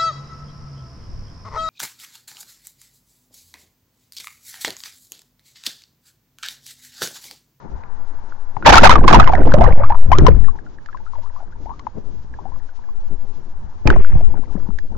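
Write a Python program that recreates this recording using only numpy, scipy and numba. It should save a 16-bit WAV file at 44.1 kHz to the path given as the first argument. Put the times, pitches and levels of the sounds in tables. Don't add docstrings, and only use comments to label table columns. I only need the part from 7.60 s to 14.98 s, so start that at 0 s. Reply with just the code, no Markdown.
import sys
import numpy as np
from scipy import signal
from scipy.io import wavfile
from scipy.ndimage import uniform_filter1d
from numba import njit

SR = 44100
rng = np.random.default_rng(int(sys.argv[2]) if len(sys.argv) > 2 else 0)


def wrap_up_sound(samples):
    columns = np.atleast_2d(samples).T
    tamed = np.clip(columns, -1, 1)
    steps = np.round(tamed * 32767).astype(np.int16)
    wavfile.write(sys.argv[1], SR, steps)


N = 325325
T = np.arange(N) / SR
SIDES = np.array([[1], [-1]]) / 2


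def undb(db):
    return 10 ** (np.asarray(db) / 20)


def unit(x):
    return x / np.sqrt(np.mean(x ** 2, axis=-1, keepdims=True))


def read(table):
    s, *columns = np.transpose(table)
    return [np.interp(T, s, column) for column in columns]


def band(x, lo_hz, hi_hz, order=1):
    return signal.sosfilt(signal.butter(order, [lo_hz, hi_hz], "band", fs=SR, output="sos"), x)


def lowpass(x, order, top_hz):
    return signal.sosfilt(signal.butter(order, top_hz, fs=SR, output="sos"), x)


def walk(rate, channels=1):
    hold = int(SR / rate)
    levels = rng.standard_normal((channels, N // hold + 1))
    held = np.repeat(levels, hold, axis=1)
    return unit(uniform_filter1d(held, hold)[:, :N])


def pair(likeness):
    common, opposed = rng.standard_normal((2, N))
    c = np.clip(likeness, 0, 1)
    return (np.sqrt(1 + c) * common + np.sqrt(1 - c) * opposed * 2 * SIDES) / np.sqrt(2)


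def swell(s, db, fade, rise):
    late = T - np.reshape(s, (-1, 1))
    drop_db = np.where(late > 0, np.reshape(fade, (-1, 1)) * late, -rise * late)
    return undb(np.reshape(db, (-1, 1)) - drop_db)


@njit
def ring(n, start, hz, t60, rise, size, wobble, flutter, attack_cycles):
    out = np.zeros(n)
    for k in range(len(start)):
        length, phase = int(t60[k] * SR), 0.
        for i in range(min(length, n - start[k])):
            j = (start[k] + i + 977 * k) % n
            glide = rise[k] * np.tanh(3 * i / length)
            phase += 2 * np.pi * hz[k] * (wobble[j] + glide) / SR
            attack = min(1., i * hz[k] / (attack_cycles * SR))
            fade = np.exp(-np.log(1000) * i / length) * attack
            out[start[k] + i] += size[k] * flutter[j] * np.sin(phase) * fade
    return out


def sing(s, hz, t60, rise, sizes, rough=.05, apart=.025, flutter_db=3.5, attack_cycles=1.3):
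    wobble, flutter, *own = walk(220, channels=4)
    start = (s * SR).astype(np.int64)
    t60, rise = np.clip(t60, .005, .4), np.clip(rise, -.35, .75)
    return np.array([ring(N, start, hz, t60, rise, size, 1 + rough * wobble + apart * port_waver,
                          undb(flutter_db * flutter), attack_cycles)
                     for size, port_waver in zip(sizes, own)])


PORT_TOP_HZ = 2300
# centre in Hz, width in Hz, level in dB.
PORT_MODES = [
    [(902, 200, 6.5), (550, 180, -14.5), (1470, 570, -11.5)],
    [(960, 1240, 3.5), (550, 450, -10), (1530, 400, -6.5)],
]


def ports(x):
    coloured = []
    for channel, modes in zip(x, PORT_MODES):
        coloured.append(sum(undb(db) * band(channel, hz - w / 2, hz + w / 2) for hz, w, db in modes))
    return lowpass(coloured, 2, PORT_TOP_HZ)


HISS_DB = -62.5
# time in seconds, level in dB, left minus right in dB.
SEA_WASH = [(0, -47.5, 9), (.9, -48.5, 9.5), (3, -55.5, 1.5), (6.2, -54.5, 10.5), (6.4, -61, 4.5),
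            (7.38, -65, -7.5)]


def sea():
    level_db, pan_db = read(SEA_WASH)
    dull = lowpass(ports(pair(0.19)), 4, 1700)
    wash = unit(dull) * undb(level_db + pan_db * SIDES + .8 * walk(14))
    hiss = unit(band(pair(.15), 1200, 9000)) * undb(HISS_DB + 2.5 * walk(45))
    return wash + hiss


SWAY_DB, SWAY_PAN_DB, SWAY_HZ = -24.5, 12, (2.95, 8)
# time of the crest in
# seconds, half length in seconds, left pressure and right pressure in units of full scale.
PRESSURE_HEAVES = [(1.213, .05, 2.2, 1.2), (1.28, .1, -1.7, -.7), (1.403, .035, -2, -1.4),
                   (1.432, .05, 1, 1), (1.5, .09, -1, -.8), (1.565, .05, 1.2, .3), (1.645, .06, 1.9, .85),
                   (1.75, .1, .6, .6), (1.838, .055, -1.9, -1.5), (1.9, .07, 1.6, .9),
                   (1.96, .05, -.8, -.6), (2.065, .07, -.85, -.45), (2.156, .07, 1.6, 1.05),
                   (2.275, .06, 1.9, .8), (2.375, .04, -1.4, -.5), (2.425, .06, -1.9, -.9),
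                   (2.56, .07, 1.2, .6), (2.65, .08, -1.1, .4), (2.71, .06, .95, -.3), (2.845, .1, -1.1, 0),
                   (6.27, .022, -.9, -.2), (6.305, .04, -.5, .3), (6.343, .04, .9, .65),
                   (6.388, .05, -1.6, .3), (6.45, .11, 2, .45), (6.535, .06, -.9, .4), (6.585, .08, .8, .4),
                   (6.66, .06, -1.25, .15), (6.71, .07, .7, .1), (6.785, .09, -.5, 0)]


def heaves():
    sway = unit(band(pair(0.2), *SWAY_HZ, order=3))
    out = sway * undb(SWAY_DB + SWAY_PAN_DB * SIDES + 3.5 * walk(1.96))
    for s, half_length, left, right in PRESSURE_HEAVES:
        hump = np.cos(np.pi / 2 * np.clip((T - s) / half_length, -1, 1)) ** 2
        out = out + np.outer([left, right], hump)
    return out


# time in seconds, surge in dB, gurgle in dB
# above the surge, left minus right in dB.
SWIRL = [(0, -47.5, -1, 15.5), (.15, -40.5, -9, 10), (.5, -46.5, -7.5, 8), (.96, -47, -7, 6.5),
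         (1.09, -9.5, -5, 10.5), (1.45, -13.5, -6, -1), (1.54, -6, -2.5, 0.5), (1.71, -18.5, -15, 7.5),
         (1.81, -13.5, -5.5, -9.5), (2.03, -7.5, -14, 8.5), (2.28, -18.5, -34, -6), (2.4, -19, -33.5, 3.5),
         (2.63, -4.5, -10, 9), (2.71, -10.5, -7.5, 10.5), (2.78, -11, -36, 19.5), (2.95, -37.5, -7.5, 1),
         (3.18, -41.5, -10, 0.5), (3.73, -43.5, -13.5, -3), (4.1, -38, -10.5, 3), (4.33, -41, -15, 2),
         (4.37, -32, -4.5, 4.5), (4.64, -36.5, -16, 0.5), (4.95, -38.5, -10.5, 3), (5.3, -44.5, -9, 0),
         (6.246, -41, -10, 5.5), (6.256, -11, -7, 7.5), (6.33, -14, -14, 12.5), (6.42, -19.5, -17.5, 26),
         (6.455, -28, -11.5, 4.5), (6.566, -12, -22.5, 16), (6.63, -30, -11, 17), (7.1, -35.5, -9.5, 20.5),
         (7.27, -43, -14, 7.5), (7.37, -30, -6.5, 18)]


def slosh():
    level_db, gurgle_db, pan_db = read(SWIRL)
    surge = unit(band(pair(0.17), 16.9, 66.1, order=2)) * undb(5.17 * walk(11, channels=2))
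    gurgle_noise = band(band(pair(0.25), 67, 290), 65, 530, order=2)
    gurgle = unit(gurgle_noise) * undb(gurgle_db + 5.17 * walk(30, channels=2))
    return (surge + gurgle) * undb(level_db + pan_db * SIDES)


THUMP_T60_S = 0.048
# start in seconds, peak in dB, starting pitch in Hz,
# left minus right in dB.
WATER_LUMPS = [(0.966, -18, 117, 19), (1.109, -8, 180, 2), (1.385, -6, 250, -13.5), (1.575, -1, 104, -16),
               (1.854, -8, 109, -17), (1.938, -3.5, 145, -12), (2.044, .5, 103, -11),
               (2.314, -15.5, 101, -6), (2.586, 0.5, 119, 12.5), (2.62, 7, 143, 13), (2.688, -1.5, 106, -7),
               (4.353, -31, 137, 16), (6.253, -12, 101, 8), (6.285, -7.5, 330, 22.5), (6.291, -4, 103, 24),
               (6.311, -14, 425, 19), (6.403, -25, 100, 23.5), (6.554, -8, 117.5, 19.5),
               (6.74, -30.5, 211, 22.5), (6.79, -27.5, 277, 24.5), (6.953, -18.5, 221.3, 23.5),
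               (7.088, -21, 191.4, 27.5)]


def thumps():
    s, db, hz, pan_db = np.transpose(WATER_LUMPS)
    t60, sag = np.full(len(s), THUMP_T60_S), np.full(len(s), -.2)
    return sing(s, hz, t60, sag, undb(db + pan_db * SIDES), attack_cycles=.4)


FIZZ_S, FIZZ_DB, FIZZ_FADE_DB_PER_S = 6.265, -36.5, 63.5


def fizz(pan_db=-6.5):
    hiss = unit(band(pair(0.34), 1200, 2610, order=3))
    grain = undb(3.0 * walk(200, channels=2) + 2.0 * walk(40))
    envelope = swell(FIZZ_S, FIZZ_DB, FIZZ_FADE_DB_PER_S, 3000)
    return hiss * grain * envelope * undb(pan_db * SIDES)


FOAM_RISE_DB_PER_S = 1198
# time of the peak in seconds, peak in dB,
# fade in dB per second, left minus right in dB.
FOAM_BURSTS = [(1.064, 3, 250, 1.5), (1.095, 5.5, 700, 0), (1.128, 1, 90, 0), (1.175, -3, 250, 4),
               (1.24, 4, 302, -3), (1.301, -2.5, 200, 7), (1.485, -5, 64, -3.5), (1.546, -3.5, 346, 6),
               (1.6, -9, 120, 3), (1.7, -19.5, 44.5, -2), (1.87, -20.5, 50, 4), (2.019, -15.5, 56, -4),
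               (2.2, -25.5, 71, 0.5), (2.3, -21, 175, 6.5), (2.52, -25, 149.5, 6),
               (2.585, -20.5, 300, -0.5), (2.668, -14, 350, 6.5), (2.75, -45, 44.5, 10),
               (3.3, -57.5, 7.5, 9.5), (3.55, -50, 24.5, 8), (4.8, -57, 6, 11), (6.274, -18, 499.5, -1),
               (6.302, -18.5, 350, -1.5), (6.36, -31, 201, 3), (6.5, -45.5, 30, 16.5),
               (6.76, -47.5, 29.5, 17), (6.95, -46, 60.5, 18.5), (7.32, -52, 20.5, 19)]


def foam(count=3400, spray_slope=1.84, churn_slope=1.74):
    s, db, fade, pan_db = np.transpose(FOAM_BURSTS)
    gains = swell(s, db, fade, FOAM_RISE_DB_PER_S) + 1e-9
    level_db = 20 * np.log10(gains.max(axis=0))
    pan_db = pan_db @ gains / gains.sum(axis=0)

    when, pitch, glide, left_share = rng.random((count, 4)).T
    strength = undb(4.17 * np.minimum(rng.exponential(size=count), 4.5))
    hz = 520 * (2200 / 520) ** pitch
    sizes = strength * np.array([left_share, 1 - left_share])
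    crowd = sing(when * N / SR, hz, 22 / hz, 0.11 * glide, sizes)
    body = unit(ports(crowd)) * undb(level_db + 1.9 * walk(22))

    churn_db = churn_slope * level_db - 7.0 + 6.1 * walk(70, channels=2)
    churn = unit(ports(pair(0.11))) * undb(churn_db)
    spray_db = spray_slope * level_db - 16.5 + 5.8 * walk(60) + 1.3 * walk(140, channels=2)
    spray = unit(band(pair(.2), 1300, 3900)) * undb(spray_db)
    return (body + churn + spray) * undb(pan_db * SIDES)


BUBBLE_CYCLES, BUBBLE_T60_S, GLIDE_T60_S = 40, .01, .12
FILM_DAMPING = .4
# start in seconds, peak in dB, starting pitch in Hz, crack in dB
# above the peak, left minus right in dB (the crack takes half), share by which the pitch glides.
PORT_BUBBLES = [(.236, -29, 1640, -45, -17, -0.23), (.722, -33, 1570, -38, -8, -0.1),
                (.967, -13, 940, -32, 19, -0.22), (1.025, -14, 1570, -40, 0, -.05),
                (1.062, 2, 907, -9, 7, -0), (1.08, -6, 880, -11, 7, -0.3), (1.125, -2.5, 860, -15, 6, 0.3),
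                (1.156, -2, 1040, 3.5, 7, -0), (1.18, 10, 1273, -5.5, 0.5, 0.11),
                (1.234, 8.5, 579.4, -12, 7.5, -0.09), (1.273, -7, 1100, 0, -13, 0.1),
                (1.294, 9, 976, -24, 3, 0.04), (1.313, 5, 1130, -12, -4, 0.16),
                (1.355, 2.5, 1154, -24, -2, 0.03), (1.387, -3, 1070, -20, -7.5, -0.15),
                (1.44, -7.5, 1132, -37, -2.5, 0.05), (1.479, 6, 1038, -23, -8, -0.02),
                (1.5, -6.5, 1130, -14, -10, .16), (1.528, 7, 1124, -15, -9, -0.05),
                (1.545, 4, 998, -12, -14, 0.05), (1.598, 4, 1200, -14.5, 0, .06),
                (1.675, 0.5, 1080, -25, -11.5, -0.16), (1.734, -8, 737, -32, -2.5, 0.04),
                (1.78, -15, 594, -40, -10, 0.3), (1.859, -11.5, 444, -45, -5, 0.19),
                (1.939, -4, 544, -10, -10.5, 0.14), (1.985, -12.5, 664, -39, -12.5, 0.16),
                (2.009, -5, 630, -24, -15.5, 0.4), (2.04, -10.5, 1062, -15, -9, 0.12),
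                (2.075, -8.5, 507, -43, -1, -0.06), (2.109, -18, 578, -38, 2, 0.16),
                (2.198, -14.5, 535, -36, 8.5, 0.2), (2.236, -13.5, 1096, -35, -2, 0.3),
                (2.302, -11.5, 772, -22.5, -4.5, 0.34), (2.322, -14, 852, -36, -1, .15),
                (2.345, -17, 900, -40, 0, .15), (2.501, -24, 712, -45, 6, .1),
                (2.517, -2, 825, -26, 10, 0.7), (2.585, -6, 445, -5.5, -15, -0.3),
                (2.666, 0, 1014, -9.5, 16, -0.02), (2.683, -2, 524, -19.5, -8.5, -0.3),
                (2.843, -28.5, 1710, -39, 0, 0.16), (2.883, -23.5, 1050, -43.5, 7, 0.19),
                (2.955, -40, 877, -26, 14, 0.25), (2.988, -34.5, 1700, -32, -1.5, -0.04),
                (3.064, -37, 1390, -36, 1, .05), (3.185, -40, 1620, -36, -3, .01),
                (3.26, -35, 1790, -4, -11.5, -0.08), (3.287, -27, 1260, -40, 9.5, 0.02),
                (3.329, -36, 1630, -39, -9.5, 0.12), (3.346, -29, 1020, -34.5, 12.5, 0.07),
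                (3.372, -32, 1510, -14.5, -0.5, -0), (3.402, -34.5, 873, -39, 8.5, .12),
                (3.464, -35, 1250, -36, 11.5, 0.12), (3.534, -32, 970, -38, 10.5, 0.16),
                (3.554, -26, 964, -52, 12, -0.09), (3.582, -33.5, 640, -38, 6, -0.03),
                (3.63, -39, 820, -32.5, 7.5, .5), (3.762, -36, 950, -30, 9.5, 0.66),
                (3.803, -32, 748, -37, 10, 0.17), (3.826, -39, 677, -26, 11.5, .35),
                (3.923, -42.5, 1483, -36.5, 10, 0.07), (4.058, -30.5, 724, -33, 15.5, .67),
                (4.094, -28, 802, -51, 11.5, 0.59), (4.113, -39, 785, -31, 15.5, 0.52),
                (4.194, -31.5, 1048, -4, 9.5, 0.1), (4.268, -20.5, 954, -42, 12, -0.14),
                (4.739, -33, 1746, -35, -2, -0), (4.788, -35.5, 944, -27, 13, 0.2),
                (4.854, -29, 726, -25.5, 14, 0.28), (4.919, -41.5, 913, -26, 15, 0.4),
                (4.96, -38, 1210, -33.5, 13, -0.16), (5.09, -40.5, 1490, -31, 2, .06),
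                (5.239, -44, 1746, -23.5, 8.5, -0.06), (5.288, -35, 1085, -36, 10.5, -0.04),
                (6.273, -3, 875, -9, 10, -.1), (6.274, -3, 2150, -12, -3, .02),
                (6.302, 0, 1493, -20.5, -2.5, 0), (6.361, -12, 706, -25, 17.5, -0.04),
                (6.447, -28, 1560, -26, -24, 0), (6.608, -24.5, 627, -37, 25, 0.18),
                (6.65, -21, 485, -10.5, 25.5, -0.06), (7.187, -23, 1696, -8.5, -5, 0.06)]


def bubbles(crack_s=0.0024, cavity_db=-3.5):
    s, db, hz, crack_db, pan_db, rise = np.transpose(PORT_BUBBLES)
    t60 = BUBBLE_CYCLES / hz + BUBBLE_T60_S + GLIDE_T60_S * rise
    t60 = t60 * np.where(s > FIZZ_S, FILM_DAMPING, 1)
    start = (s * SR).astype(np.int64)
    sizes = undb(db + pan_db * SIDES)
    kicks, cracks = np.zeros((2, 2, N))
    kicks[:, start] = sizes
    cracks[:, start] = undb(db + crack_db + pan_db * SIDES / 2)
    decay = [1, -np.exp(-1 / (crack_s * SR))]
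    noise = pair(0.31)
    cavity = ports(signal.lfilter([1], decay, kicks) * noise) * undb(cavity_db)
    crack = unit(band(noise, 1000, 3700)) * signal.lfilter([1], decay, cracks)
    return sing(s, hz, t60, rise, sizes) + cavity + crack


def scene():
    return sea() + heaves() + slosh() + thumps() + fizz() + foam() + bubbles()


RAIL, LEAK_DB = 0.92, -32
MIC_TOP_HZ, TREBLE_DB, TOP_HZ = 7230, -6, 15800


def record(dry):
    steep = signal.ellip(8, .5, 60, MIC_TOP_HZ, fs=SR, output="sos")
    heard = signal.sosfilt(steep, dry)
    clipped = np.clip(heard, -RAIL, RAIL)
    clipped = clipped + undb(LEAK_DB) * (heard - clipped)
    split = signal.butter(8, 0.97 * MIC_TOP_HZ, fs=SR, output="sos")
    low = signal.sosfiltfilt(split, clipped)
    dulled = low + undb(TREBLE_DB) * (clipped - low)
    output_filter = signal.ellip(3, .2, 12, TOP_HZ, fs=SR, output="sos")
    return np.clip(signal.sosfilt(output_filter, dulled), -1, 1)


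dry = scene()
out = record(dry)
wrap_up_sound(out)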